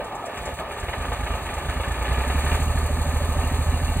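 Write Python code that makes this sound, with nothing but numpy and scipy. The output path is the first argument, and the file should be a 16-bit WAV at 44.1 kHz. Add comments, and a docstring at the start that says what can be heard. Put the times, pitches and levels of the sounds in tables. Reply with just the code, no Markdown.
"""A wavering whine, a few stumbling bangs, then a loping idle: a diesel truck starts from cold.
It stands in an open, snowy field. The starter's gear whines until the six cylinders catch by fits.
Each firing thumps the air in the exhaust and shakes the engine block, which rings and knocks.
Hollow chugs come from the pipe and body, the valves tick, air puffs out and a loose part pings."""
import sys
import numpy as np
from scipy import signal
from scipy.fft import rfft, irfft, next_fast_len
from scipy.io import wavfile
from scipy.ndimage import uniform_filter1d

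SR = 44100
rng = np.random.default_rng(int(sys.argv[2]) if len(sys.argv) > 2 else 0)


def transcribe(signal):
    """Save signal, clipped to [-1, 1], as a 16-bit WAV file at the path in sys.argv[1]."""
    frames = np.atleast_2d(signal).T
    limited = np.clip(frames, -1, 1)
    pcm = np.round(limited * 32767).astype(np.int16)
    wavfile.write(sys.argv[1], SR, pcm)


N = 176400
T = np.arange(N) / SR

# Levels in all tables are relative. How fully the cylinders fire: t/s, level/dB
BURN_STRENGTH = [(0, -15), (.33, -50), (.39, -2), (.48, -14), (.6, -11), (.76, -30), (.82, -12),
                 (1.0, -7.5), (1.35, -7.5), (1.48, -14), (1.55, -10), (1.7, -4.5), (1.95, -7), (2.1, -2.5),
                 (2.45, -1), (4, -0.5)]
# One row per cylinder, in firing order: thump/dB, knock/dB, valve tick/dB
CYLINDER_LEVELS = [(-1, 3.5, 13), (-13, 2, 0), (-4.5, -4, 8.5), (-0.5, 4, 11.5), (-8.5, 2.5, 7),
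                   (-1.5, -0.5, 5.5)]
# The deep ring of the engine block: f/Hz, level/dB
BLOCK_SPECTRUM = [(100, -29), (250, -6.5), (320, -11), (400, -3.5), (450, -6), (520, -4.5), (590, -1),
                  (640, -6), (695, 0), (750, -5), (860, -0.5), (930, -5.5), (1020, -8.5), (1130, -6),
                  (1200, 0), (1300, -8), (1420, -18.5), (1800, -41)]
# The sharper ring of the knock: f/Hz, level/dB
KNOCK_SPECTRUM = [(900, -35), (1400, -9), (1545, -2), (1630, -8), (1710, 2), (1880, -2.5), (2050, -8.5),
                  (2170, -4.5), (2280, -4), (2450, -5.5), (2700, -10), (2850, -7), (3150, -8),
                  (3700, -12.5), (4500, -20), (7000, -52)]


def amp(db):
    """Turns decibels into a gain."""
    return 10 ** (np.asarray(db) / 20)


def unit(x):
    """Scales a signal to an average (rms) size of 1."""
    return x / np.sqrt(np.mean(x ** 2) + 1e-20)


def curve(rows, column=1):
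    """Joins a table's points in time with straight lines."""
    rows = np.array(rows)
    return np.interp(T, rows[:, 0], rows[:, column])


def value_at(points, hz):
    """Looks up a table along a log-frequency axis."""
    f, value = np.transpose(points)
    return np.interp(np.log(hz + 1), np.log(f + 1), value)


def colour(x, spectrum):
    """Gives a sound this spectrum; the ringing comes only after each hit."""
    size = 2 ** 15
    log_gain = np.log(amp(value_at(spectrum, abs(np.fft.fftfreq(size, 1 / SR)))))
    ring = np.fft.ifft(np.exp(np.conj(signal.hilbert(log_gain)))).real[:size // 4]
    return signal.fftconvolve(x, ring)[:N]


def impulses(rows):
    """One spike for each row of t/s, level/dB."""
    hits = np.zeros(N)
    for time_s, db in rows:
        hits[int(max(time_s, 0) * SR)] = amp(db)
    return hits


def bursts(hits, rise_s, decay_s):
    """A quick swell and fade after each spike."""
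    t = T[:SR // 4]
    return signal.fftconvolve(hits, (1 - np.exp(-t / rise_s)) * np.exp(-t / decay_s))[:N]


def swings(hits, hz, swell_s, fade_s):
    """A few quickly dying swings around each spike."""
    t = np.arange(-(SR // 10), SR // 10 + 1) / SR
    shape = np.exp(-.5 * (t / np.where(t < 0, swell_s, fade_s)) ** 2)
    return signal.fftconvolve(hits, -shape * np.cos(2 * np.pi * hz * t), "same")


def crank():
    """How far the engine has turned, counted in firings; the first falls at 0."""
    # Engine speed: t/s, firing rate/Hz
    speed = [(0.0, 12.5), (0.25, 9.43), (0.47, 17.3), (0.82, 16.3), (1.0, 27.4), (1.3, 27.3), (1.55, 25),
             (1.95, 28.5), (2.25, 33.54), (2.52, 38.87), (2.85, 38.4), (3.3, 39.9), (4.0, 40.3)]
    return np.cumsum(curve(speed)) / SR - 0.6


def crank_hits(positions, db, scatter_db, delay_s=0, jitter_s=0.00034):
    """Spikes at the given crank positions, each a little off in time and strength."""
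    late, size = rng.standard_normal((256, 2))[:len(positions)].T
    times = np.interp(positions, crank(), T, right=2 * T[-1]) + delay_s + jitter_s * late
    hits = np.zeros(N + 1)
    hits[np.clip(times * SR, 0, N).astype(int)] = amp(db + scatter_db * size)
    return hits[:N]


def firings(column, scatter_db, delay_s):
    """One spike per firing, sized by a column of the cylinder table."""
    count = np.arange(int(crank()[-1]) + 1)
    db = np.array(CYLINDER_LEVELS)[count % len(CYLINDER_LEVELS), column]
    return crank_hits(count, db, scatter_db, delay_s)


def clatter(hits, rise_s, decay_s, steady, repeat, grain_db):
    """Tiny impacts that flare with each hit; the share `repeat` comes back every engine cycle."""
    cycle = np.floor(crank() / len(CYLINDER_LEVELS))
    samples_into_cycle = np.arange(N) - np.searchsorted(cycle, cycle)
    noise = rng.standard_normal((2, N))
    grain_size = np.repeat(rng.standard_normal((2, N // 30 + 1)), 30, axis=1)[:, :N]
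    recurring, fresh = noise * amp(grain_db * grain_size)
    impacts = np.sqrt(repeat) * recurring[samples_into_cycle] + np.sqrt(1 - repeat) * fresh
    return (unit(bursts(hits, rise_s, decay_s)) + steady) * unit(impacts)


def air_puffs():
    """Air escapes in short, soft hisses while the engine cranks and stumbles."""
    # Each puff: t/s, level/dB
    puffs = [(.04, -45), (.148, -44), (.255, -41), (.372, -41.5), (.452, -38), (.795, -40.5), (1.45, -48),
             (1.537, -40.5), (1.693, -45), (2.538, -40)]
    # Tone of the hiss: f/Hz, level/dB
    spectrum = [(3000, -10), (6300, -3), (7500, 3), (8700, -6), (10000, -4), (15000, -22)]
    hiss = unit(colour(rng.standard_normal(N), spectrum))
    return amp(7) * hiss * bursts(impulses(puffs), rise_s=0.0046, decay_s=0.011)


def click(at_s=2.383):
    """One bright click as the engine speeds up."""
    bright = unit(np.diff(rng.standard_normal(N + 1)))
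    return bright * bursts(impulses([(at_s, -30)]), rise_s=0.0005, decay_s=0.004)


def metal_pings(ring_hz=2800):
    """A loose metal part rings briefly on one note."""
    # Each ping: t/s, level/dB
    pings = [(1.33, -34), (2.513, -28.5), (2.68, -33.5), (3.435, -32), (3.74, -33), (3.88, -30.5)]
    return bursts(impulses(pings), rise_s=0.00052, decay_s=0.013) * np.sin(2 * np.pi * ring_hz * T)


def valve_gear():
    """The valves tick and hiss in step with the cylinders."""
    # Loudness of the treble: t/s, level/dB
    loudness = [(0, -60), (.22, -56), (.32, -56), (.4, -49), (.55, -52), (.6, -46), (.65, -68), (.7, -51),
                (.85, -49.5), (2.0, -47.5), (2.55, -42), (2.68, -45), (4, -45)]
    # Tone of the bright ticking hiss: f/Hz, level/dB
    spectrum = [(2000, -23), (3300, -1), (4500, 6.5), (5400, -18), (6300, 5.5), (7400, 1.5), (8300, 4),
                (9500, 1), (11000, -1), (12500, -18), (14000, 1), (16000, -19)]
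    hits = firings(column=2, scatter_db=1.5, delay_s=0.014)
    ticks = clatter(hits, rise_s=0.006, decay_s=0.009, steady=2.4, repeat=0.073, grain_db=2.0)
    return amp(3 + curve(loudness)) * unit(colour(ticks, spectrum))


def starter_whine(waver=0.035, teeth=9, wobble=0.61):
    """The starter's gear teeth whine roughly, throbbing once per turn, until the engine catches."""
    # Pitch and loudness of the whine: t/s, f/Hz, level/dB
    whine = [(0, 599, -29.5), (.025, 583, -40), (.06, 702.6, -43), (.105, 871.5, -48), (.125, 868, -33.5),
             (.2, 865, -40), (.25, 727, -37.5), (.3, 593.5, -36.5), (.4, 600, -54), (.475, 625, -37),
             (.51, 582, -38), (.56, 600, -62), (.6, 660, -37), (.65, 624.6, -43), (.72, 561, -40.5),
             (.8, 549, -73)]
    noises = rng.standard_normal((3, N))
    drift, rough_sin, rough_cos = (unit(uniform_filter1d(noise, size=220)) for noise in noises)
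    phase = 2 * np.pi * np.cumsum(curve(whine) * (1 + waver * drift)) / SR
    rasp = (rough_sin * np.sin(phase) + rough_cos * np.cos(phase)) / np.sqrt(2)
    throb = 1 + wobble * np.cos(phase / teeth)
    return amp(curve(whine, column=2)) * (np.sin(phase) + rasp) * throb


def hard_ignitions():
    """Unburnt fuel lights with single bangs; the block and its covers ring on."""
    # Each bang: t/s, level/dB
    bangs = [(.003, -32.5), (.368, -30), (.456, -37), (.586, -27.5), (.708, -30.5), (.78, -32), (.881, -30),
             (.93, -25.5), (1.043, -29), (1.117, -26.5), (1.203, -33.5), (1.262, -29), (1.465, -30.5),
             (1.5, -34), (1.58, -32.5), (1.694, -29), (1.831, -28), (2.063, -31), (2.185, -30),
             (2.299, -25.5), (2.462, -25.5), (2.514, -25.5), (2.543, -27)]
    blows = rng.standard_normal(N) * bursts(impulses(bangs), rise_s=0.0023, decay_s=0.016)
    body = amp(-2) * unit(colour(blows, BLOCK_SPECTRUM))
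    knock = amp(-2.5) * unit(colour(blows, KNOCK_SPECTRUM))
    return np.std(blows) * (body + knock)


def engine_block():
    """Burning fuel shakes the block and its covers, making them ring."""
    # How hard the firings strike: t/s, level/dB
    force = [(0, -47), (.55, -23), (.9, 2), (2.5, 2), (2.9, -4.5), (4, -8)]
    # Loudness of the two rings: t/s, block level/dB, knock level/dB
    loudness = [(0, -32.5, -41), (.25, -33.5, -41.5), (.37, -32, -37.5), (.43, -34.5, -40), (.48, -31, -35),
                (.565, -39, -43.5), (.6, -30, -41), (.76, -34.5, -38.5), (.93, -34, -39.5),
                (1.4, -33.5, -40), (1.95, -33, -37.5), (2.53, -32.5, -36.5), (2.68, -33.5, -40.5),
                (2.9, -34, -39.5), (3.4, -31.5, -38.5), (4, -34, -38.5)]
    hits = firings(column=1, scatter_db=2.5, delay_s=0.0026) * amp(curve(force))
    body = clatter(hits, rise_s=0.0052, decay_s=0.016, steady=3.0, repeat=0.55, grain_db=2.0)
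    knock = clatter(hits, rise_s=0.0073, decay_s=0.013, steady=2.06, repeat=0.39, grain_db=2.5)
    return (amp(curve(loudness, column=1)) * unit(colour(body, BLOCK_SPECTRUM))
            + amp(1 + curve(loudness, column=2)) * unit(colour(knock, KNOCK_SPECTRUM)))


def chugs(growth=1.17, rough=0.42):
    """Hollow knocks in the pipe and body make the idle lope; they grow as the cylinders fire."""
    # The knocks of one engine cycle: place/firings, f/Hz, level/dB, fade/s
    knocks = [(1.9, 590, -33, .013), (2.45, 252, -29, 0.0077), (2.55, 147, -27.5, 0.017),
              (5.15, 250, -29, 0.016), (5.25, 155, -29, 0.013)]
    sound = np.zeros(N)
    for place, hz, db, fade_s in knocks:
        hits = crank_hits(np.arange(place, crank()[-1], len(CYLINDER_LEVELS)), db, scatter_db=0.4)
        flutter = unit(uniform_filter1d(rng.standard_normal(N), size=300))
        sound += swings(hits, hz, swell_s=0.0063, fade_s=fade_s) * (1 + rough * flutter)
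    return sound * amp(curve(BURN_STRENGTH)) ** growth


def exhaust(rumble_growth=0.31):
    """Each firing swings the air in the silencer; the flowing gas rumbles underneath."""
    # Tone of the flowing gas: f/Hz, level/dB
    spectrum = [(15, -38), (32, 5.5), (60, 2.5), (90, 4), (125, 2), (200, -5.5), (400, -36.5)]
    burn = amp(curve(BURN_STRENGTH))
    pulses = burn * firings(column=0, scatter_db=1.3, delay_s=0.01256)
    thump = amp(-13.5) * swings(pulses, hz=64.1, swell_s=0.0061, fade_s=0.013)
    overtone = amp(-33) * swings(pulses, hz=123, swell_s=0.002, fade_s=0.012)
    rumble = amp(-36.5) * burn ** rumble_growth * unit(colour(rng.standard_normal(N), spectrum))
    low_cut = signal.butter(1, 12, "high", fs=SR, output="sos")
    return signal.sosfilt(low_cut, thump + overtone) + rumble


def stereo(x):
    """The sound reaches left and right slightly out of step, with a little of it scattered."""
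    # How far the left side leads: f/Hz, phase/rad
    left_lead = [(300, 0), (800, .1), (2550, -.15), (2850, -1.6), (3200, -3.4), (3700, -4.1), (4500, -3.8),
                 (5100, -3.2), (5900, -3.05), (6400, -2.5), (7400, -1.1), (8300, 0), (9500, .5), (10500, 2),
                 (11300, 3.05), (12200, 3.25), (13000, 4), (14000, 5.9)]
    # Left level minus right level: f/Hz, level/dB
    balance = [(40, -2), (250, -1.6), (1000, .2)]
    # How alike the sides are: f/Hz, likeness (0 to 1)
    likeness = [(100, .9995), (300, .98), (600, .94), (1300, .97), (2500, .88), (8000, .9)]
    size = next_fast_len(N + SR // 2)
    hz, direct = np.fft.rfftfreq(size, 1 / SR), rfft(x, size)
    echoes = rng.standard_normal(SR // 10) * np.linspace(1, 0, SR // 10)
    scattered = direct * rfft(echoes / np.linalg.norm(echoes), size)
    alike = value_at(likeness, hz)
    mid, side = direct * np.sqrt((1 + alike) / 2), scattered * np.sqrt((1 - alike) / 2)
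    lean = amp(value_at(balance, hz) / 2)
    lag = np.exp(-1j * value_at(left_lead, hz))
    left, right = (mid + side) * lean, (mid - side) / lean * lag
    return irfft(np.array([left, right]), size)[:, :N]


def scene():
    """The whole truck, heard from a few metres in front."""
    engine = exhaust() + chugs() + engine_block() + hard_ignitions() + valve_gear()
    return stereo(engine + air_puffs() + click() + metal_pings() + starter_whine())


def record(dry):
    """Cuts the highest treble, above 15900 Hz."""
    low_pass = signal.firwin(511, 15900, window=("kaiser", 9), fs=SR)
    return signal.oaconvolve(dry, low_pass[None], "same")


dry = scene()
out = record(dry)
transcribe(out)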